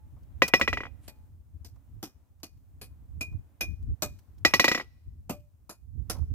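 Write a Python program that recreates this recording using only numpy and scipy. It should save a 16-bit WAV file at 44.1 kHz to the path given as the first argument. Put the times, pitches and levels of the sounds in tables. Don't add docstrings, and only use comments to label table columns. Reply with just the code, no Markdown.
import sys
import numpy as np
from scipy import signal
from scipy.fft import rfft, irfft, next_fast_len
from scipy.io import wavfile
from scipy.ndimage import map_coordinates

SR = 44100
rng = np.random.default_rng(int(sys.argv[2]) if len(sys.argv) > 2 else 0)


def file_out(sig):
    cols = np.atleast_2d(sig).T
    lim = np.clip(cols, -1, 1)
    pcm = np.round(lim * 32767).astype(np.int16)
    wavfile.write(sys.argv[1], SR, pcm)


N = 279594
STEEL_LAG_S = .00009

# (time [s], crunch [dB], thud [dB], knock [dB], anvil ring [dB], crunch t60 [s])
BLOW_CUES = [(1.0791, -34.5, -48, -39.5, -58, 0.069), (1.6472, -41, -51.5, -62, -79.5, 0.11),
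             (2.028, -29, -33.5, -33, -52, 0.11), (2.4319, -30, -45, -43, -52.5, 0.08),
             (2.814, -33, -46.5, -55, -48.5, .11), (3.2094, -28, -38.5, -40, -26, 0.089),
             (3.6086, -21, -35, -30, -23.5, 0.082), (4.0217, -17.5, -27.5, -19, -36, 0.087),
             (5.2951, -26, -26, -21, -46, 0.097), (5.694, -33, -45, -33, -55, 0.1),
             (6.098, -18.5, -34, -29.5, -51, 0.08)]
# (frequency [Hz], level [dB])
CRUNCH_EQ = [(710, -7.5), (1200, -12), (3120, -8.5), (3400, -11), (4830, -5), (9960, -12), (14300, -9.5),
             (16000, -11), (16500, -44)]
THUD_EQ = [(76, -45), (130, 2), (323, 7.5), (550, -10), (720, -11), (1210, -120)]
KNOCK_EQ = [(320, -15.5), (550, 5), (1210, -1.5), (1480, -7), (1680, -25), (1950, -14.5), (2500, -20.5),
            (3250, -52), (5500, -120)]


def hammer_blows():
    out, t = np.zeros((2, N + SR)), np.arange(SR // 3) / SR
    crack = lambda at: amp(-60 * np.abs(t - at) / np.where(t < at, .003, .012))
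    attack = 1 - np.exp(-t / .0014)
    for start, crunch_db, thud_db, knock_db, ring_db, t60 in BLOW_CUES:
        cracks = crack(.00085) + .45 * crack(rng.uniform(.0023, .014))
        spray = amp(-60 * (t / t60) ** 1.44) + cracks + amp(-23.5 - 60 * t / .39)
        clumps = amp(2 * wobble(400, len(t)))
        crunch = amp(crunch_db - 11.5) * spray * clumps * steel_noise(t, uneven(CRUNCH_EQ))
        crunch += amp(crunch_db - 14) * clang(CRUNCH_EQ, t, t60=.035, count=30)
        thud = amp(thud_db - 60 * t / .12) * (1 - np.exp(-t / .003)) * steel_noise(t, THUD_EQ)
        knock = amp(knock_db - 11.5 - 60 * t / .12) * steel_noise(t, uneven(KNOCK_EQ))
        knock += amp(knock_db - 12) * clang(KNOCK_EQ, t, t60=.045, count=30)
        anvil = amp(ring_db) * anvil_ring(t, through_bar=True)
        add(out, start - .0005, attack * (crunch + thud + knock + anvil))
    return out[:, :N]


# (time [s], level [dB])
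BOUNCE_CUES = [(0.4204, -2.5), (0.5374, -2.5), (0.6133, -6.5), (0.6775, -10.5), (0.73, -13.5),
               (0.7726, -18), (0.8056, -24), (0.835, -26), (0.8544, -29), (0.8675, -35), (4.4498, -7),
               (4.5377, -8), (4.5967, -7), (4.6431, -9), (4.6806, -10.5), (4.7155, -13.5), (4.7479, -16),
               (4.7775, -22), (4.7985, -26), (4.8105, -31)]
# (from [s], body [dB], treble [dB], stand knock [dB], rattle [dB])
FACE_SPOTS = [(0, -1, -8, -0.07, -33.5), (4, 2.5, 1.5, -1.04, -22)]
# (fade start [s], fade end [s])
HEAD_RESTS = [(0.872, 1.3), (4.825, 5.16)]


def hammer_bounces():
    out, t = np.zeros((2, N + SR)), np.arange(SR // 4) / SR
    attack = 1 - np.exp(-(t / .0013) ** 2)
    tracking = np.array([.027, .38, -.11, .38])
    for start, db in BOUNCE_CUES:
        spot = [row for row in FACE_SPOTS if row[0] <= start][-1]
        body_db, treble_db, knock_db, rattle_db = np.add(spot[1:], db * tracking)
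        body = amp(-10.5) * clack(t)
        body += amp(-4) * anvil_ring(t, sustain=1 + db / 70)
        body += amp(-13) * clang(CLACK_EQ, t, t60=.045, count=40)
        tilt = [(500, knock_db), (1000, .01), (3200, 0), (4000, treble_db)]
        hit = filtered(amp(body_db) * attack * body, lambda hz: amp(along(tilt, hz)))
        rattle = amp(rattle_db) * chain_rattle(t)
        add(out, start - .0007, amp(db) * (hit + contact_pulse(t, db) + rattle))
    clock = np.arange(N) / SR
    stilled_db = sum(np.interp(clock, [a, b, b + 1, b + 2], [0, -5, -5, 0]) for a, b in HEAD_RESTS)
    return out[:, :N] * amp(stilled_db)


def contact_pulse(t, db):
    centre_hz = 1950 + 22 * db
    u = (np.pi * centre_hz * (t - .0006)) ** 2
    return lag_right(-(1 - 2 * u) * np.exp(-u) * amp([[2], [2]]), STEEL_LAG_S)


# (frequency [Hz], level [dB])
CLACK_EQ = [(100, -30), (200, -14.5), (600, -17.5), (1100, -12), (1600, -28), (2200, -15.5), (3000, -21.5),
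            (4500, -16), (6500, -24.5), (9000, -43), (13000, -32), (16500, -44)]
# (frequency [Hz], t60 [s])
CLACK_DECAY = [(300, 0.11), (1000, 0.021), (3000, 0.071), (8000, 0.12), (15000, 0.048)]


def clack(t):
    return band_decay(steel_noise(t, CLACK_EQ), CLACK_DECAY, window=128)[:, :len(t)]


# (frequency [Hz], level on the bare face [dB], level through the bar [dB], t60 [s])
ANVIL_MODES = [(312, -10, -60, .046), (544, -8, -60, .045), (750, -14, -60, .04), (1253, -19, -60, .04),
               (1949, 0, -40, .08), (1958, -36, -60, .5), (2448, -35, -45, .5), (2457, -13, 0, .19),
               (2695, -19, -18, .08), (2888, -17, -40, .07), (4022, -15, -35, .08), (5424, -12, -40, .16),
               (5795, -20, -27, .13), (6900, -30, -45, .07), (7150, -19, -40, .07), (7720, -27, -40, .06),
               (10480, -34, -45, .07), (11125, -31, -22, .08), (11700, -33, -45, .18),
               (12320, -34, -40, .07), (12500, -29, -45, .1), (12990, -34, -45, .06), (13400, -41, -28, .2),
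               (14350, -31, -45, .12), (15140, -28, -40, .11)]


def anvil_ring(t, through_bar=False, sustain=1):
    hz, bare_db, cushioned_db, t60 = np.transpose(ANVIL_MODES)
    return ring(hz, cushioned_db if through_bar else bare_db, t60 * sustain, t)


def clang(eq, t, t60, count):
    hz = np.exp(rng.uniform(np.log(250), np.log(16000), count))
    db = along(eq, hz) + 10 * np.log10(hz)
    db -= 10 * np.log10(np.sum(amp(db) ** 2) / 2)
    decays = t60 * np.exp(.42 * rng.standard_normal(count))
    short = t[:len(t) // 2]
    return np.pad(ring(hz, db, decays, short), ((0, 0), (0, len(t) - len(short))))


# (frequency [Hz], level [dB])
CHAIN_EQ = [(120, -41), (200, -9.5), (1640, -13), (2460, -8.5), (4790, -25.5), (5550, -16), (6430, -24.5),
            (15300, -26), (16500, -46.5)]


def chain_rattle(t):
    chatter = amp(3.1 * wobble(220, len(t)) - 60 * t / .2) * (1 - np.exp(-t / .01))
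    return chatter * noise(len(t), CHAIN_EQ, [(500, .96), (8000, .27)], STEEL_LAG_S)


# (time [s], grit level [dB], knock level [dB])
TICK_CUES = [(0.1664, -92, -67.5), (0.2319, -74, -85), (0.4806, -32.5, -42.5), (0.597, -42, -32),
             (1.7594, -76, -69), (2.401, -75.5, -79.5), (2.573, -78, -87), (3.3254, -75, -65),
             (3.8272, -71.5, -88), (4.1889, -62, -92), (4.3824, -68, -86), (6.133, -56, -73),
             (6.1498, -72, -49.5), (6.1674, -63.5, -57), (6.1846, -66, -58), (6.2194, -82, -63.5)]


def bar_ticks():
    out, t = np.zeros((2, N + SR)), np.arange(SR // 4) / SR
    swell = lambda peak_s: t / peak_s * np.exp(1 - t / peak_s)
    for start, grit_db, knock_db in TICK_CUES:
        grit = amp(grit_db) * swell(peak_s=.0037) * steel_noise(t, CRUNCH_EQ, lag=0)
        knock = amp(knock_db) * swell(peak_s=.0066) * steel_noise(t, KNOCK_EQ, lag=0)
        add(out, start - .002, grit + knock)
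    return out[:, :N]


# (time [s], pitch [Hz], level [dB], t60 [s])
HUM_CUES = [(0, 860, -68, .5), (1.08, 860, -67, .8), (4.025, 590, -47, .22), (5.3, 590, -43, .3),
            (5.698, 600, -46, .08)]


def bar_hum():
    out, t = np.zeros((2, N + SR)), np.arange(SR // 2) / SR
    for start, hz, db, t60 in HUM_CUES:
        add(out, start, amp(2.5 * wobble(30, len(t))) * ring([hz], db, [t60], t))
    return out[:, :N]


# (frequency [Hz], level [dB])
SCRAPE_EQ = [(3000, -3), (6000, -10), (8000, 0.5), (11500, -1.5), (14000, -38), (16500, -24)]


def bar_scrape(start_s=.99, end_s=1.08, end_db=-67):
    out = np.zeros((2, N))
    ramp = np.linspace(0, 1, round((end_s - start_s) * SR))
    envelope = ramp * amp(end_db + 3.1 * wobble(42, len(ramp)))
    add(out, start_s, envelope * steel_noise(ramp, SCRAPE_EQ, lag=0))
    return out


# (time [s], level [dB], left minus right [dB])
GUST_FADER = [(0.0, -55, 4), (0.32, -42, -4), (0.85, -44.5, -1.5), (0.88, -49.5, -27), (1.08, -47, 3.0),
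              (1.85, -51, -5.0), (1.89, -50, 11.5), (1.94, -37.5, -1), (2.08, -60.5, -1), (3.28, -40, -3),
              (3.32, -27, 1), (3.53, -62.5, 1.5), (3.69, -36, -7), (3.74, -41, 26), (3.76, -47, 4.5),
              (3.94, -31.5, 1.0), (3.97, -61, -18), (4.08, -36, -1.5), (4.24, -57, 11), (4.41, -41, -2.5),
              (5.05, -56.5, 5.5), (5.08, -41.5, 5), (5.72, -58, 1), (6.0, -40.5, -16), (6.18, -39, -15.5),
              (6.34, -34, 0.5)]
# (frequency [Hz], level [dB])
BUFFET_EQ = [(12, -57), (20, -28.5), (59, -8), (81, -4), (173, -27), (232, -31), (280, -34), (403, -45.5),
             (431, -46), (500, -59.5), (650, -78.5), (1100, -120)]


def wind():
    db, pan_db = curves(GUST_FADER)
    puffs_db = 3 * wobble(9)
    lumps_db = 4.3 * np.array([wobble(42), wobble(29)])
    rumble = noise(N, BUFFET_EQ, [(40, .063), (100, .15), (300, .49)])
    return amp(db + np.array([pan_db, -pan_db]) / 2) * unit(amp(puffs_db + lumps_db) * rumble)


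# (frequency [Hz], t60 [s])
YARD_DECAY = [(200, 1.2), (1500, 0.78), (5000, 1.1), (12000, 0.37)]


def yard_echo(hits, wet_db=-41):
    tail = band_decay(rng.standard_normal((2, SR)), YARD_DECAY, window=256)
    return amp(wet_db) * signal.fftconvolve(hits, tail / np.linalg.norm(tail[0]), axes=1)[:, :N]


# (time [s], level [dB])
MURMUR_FADER = [(0, -70), (.4, -66), (1.1, -65), (1.4, -74.5), (1.95, -71.5), (2.35, -79), (2.9, -71.5),
                (3.8, -71), (4.4, -69.5), (5.1, -78), (5.9, -79.5), (6.15, -64), (6.34, -72)]
# (frequency [Hz], level [dB])
MURMUR_EQ = [(120, -37.5), (200, -6.5), (291, -5.5), (343, -15.5), (430, -17.5), (559, -16), (856, -18.5),
             (4000, -37), (5200, -74.5), (8800, -120)]
HISS_EQ = [(1470, -36), (2500, -5), (2680, -9), (6920, -3.5), (12800, -3.5), (15100, 3.5), (16500, -19)]


def outdoor_hush():
    murmur_db, = curves(MURMUR_FADER)
    murmur = amp(murmur_db + 1.3 * wobble(4)) * noise(N, MURMUR_EQ, [(300, .44), (3000, .059)])
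    hiss_db = -80.5 + .33 * (murmur_db - murmur_db.mean()) + .36 * wobble(6.7)
    return murmur + amp(hiss_db) * noise(N, HISS_EQ, [(3000, .32), (15000, .11)])


# (frequency [Hz], phase lead of the left port [rad])
MODE_PHASE = [(0, -6.5), (2930, 2), (4050, 4.5), (5510, 4), (5770, -15), (7150, 18.5), (7670, -6),
              (8610, 0), (9560, 11), (10700, 6), (11100, -1), (12100, -9), (13700, -1.5), (16400, 5)]


def ring(hz, db, t60, t):
    hz, t60 = np.asarray(hz, float), np.asarray(t60)
    strength = amp(db + np.where(hz > 3000, 3, 1.5) * rng.standard_normal(hz.shape))
    modes = np.exp(np.outer(2j * np.pi * hz - np.log(1000) / t60, t))
    attack = 1 - np.exp(-np.outer(hz, t) / .43)
    direction = np.exp(1j * np.outer([.5, -.5], along(MODE_PHASE, hz)))
    return np.imag((strength * direction) @ (modes * attack))


# (frequency [Hz], left-right correlation [0 to 1])
STEEL_IMAGE = [(200, 0.95), (1000, 0.82), (3000, 0.94), (8000, 0.16), (15000, 0.56)]


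def steel_noise(t, eq, lag=STEEL_LAG_S):
    return noise(len(t), eq, STEEL_IMAGE, lag)


def noise(size, eq, correlation, lag=0):
    def mid_side(hz):
        width = np.arccos(np.clip(along(correlation, hz), -1, 1)) / 2
        return amp(along(eq, hz)) * [np.cos(width), np.sin(width)]
    mid, side = filtered(rng.standard_normal((2, size)), mid_side)
    return unit(lag_right(np.array([mid + side, mid - side]), lag))


def uneven(eq):
    hz = np.geomspace(100, 16500, num=36)
    return np.transpose([hz, along(eq, hz) + 4 * rng.standard_normal(len(hz))])


def band_decay(x, decay, window):
    hz, t, bands = signal.stft(x, SR, nperseg=window)
    return signal.istft(bands * amp(-60 * t / along(decay, hz)[:, None]), SR, nperseg=window)[1]


def lag_right(pair, lag):
    return filtered(pair, lambda hz: np.exp(1j * np.pi * hz * lag * np.array([[1], [-1]])))


def filtered(x, response):
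    size = next_fast_len(x.shape[-1] + 4096)
    return irfft(rfft(x, size) * response(np.fft.rfftfreq(size, 1 / SR)), size)[..., :x.shape[-1]]


def wobble(rate, size=N):
    knots = rng.standard_normal(int(size * rate / SR) + 4)
    return map_coordinates(knots, [np.arange(size) * rate / SR])


def curves(rows):
    times, *columns = np.transpose(rows)
    return [np.interp(np.arange(N) / SR, times, column) for column in columns]


def along(points, hz):
    knots_hz, values = np.transpose(points)
    return np.interp(np.log(hz + 1), np.log(knots_hz + 1), values)


def amp(db):
    return 10 ** (np.asarray(db) / 20)


def unit(x):
    return x / np.sqrt(np.mean(x ** 2) + 1e-20)


def add(track, s, sound):
    track[:, round(s * SR):round(s * SR) + sound.shape[-1]] += sound


def scene():
    hits = hammer_bounces() + hammer_blows()
    return hits + yard_echo(hits) + bar_ticks() + bar_hum() + bar_scrape() + wind() + outdoor_hush()


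def record(dry):
    return filtered(dry, lambda hz: hz < 16800)


dry = scene()
out = record(dry)
file_out(out)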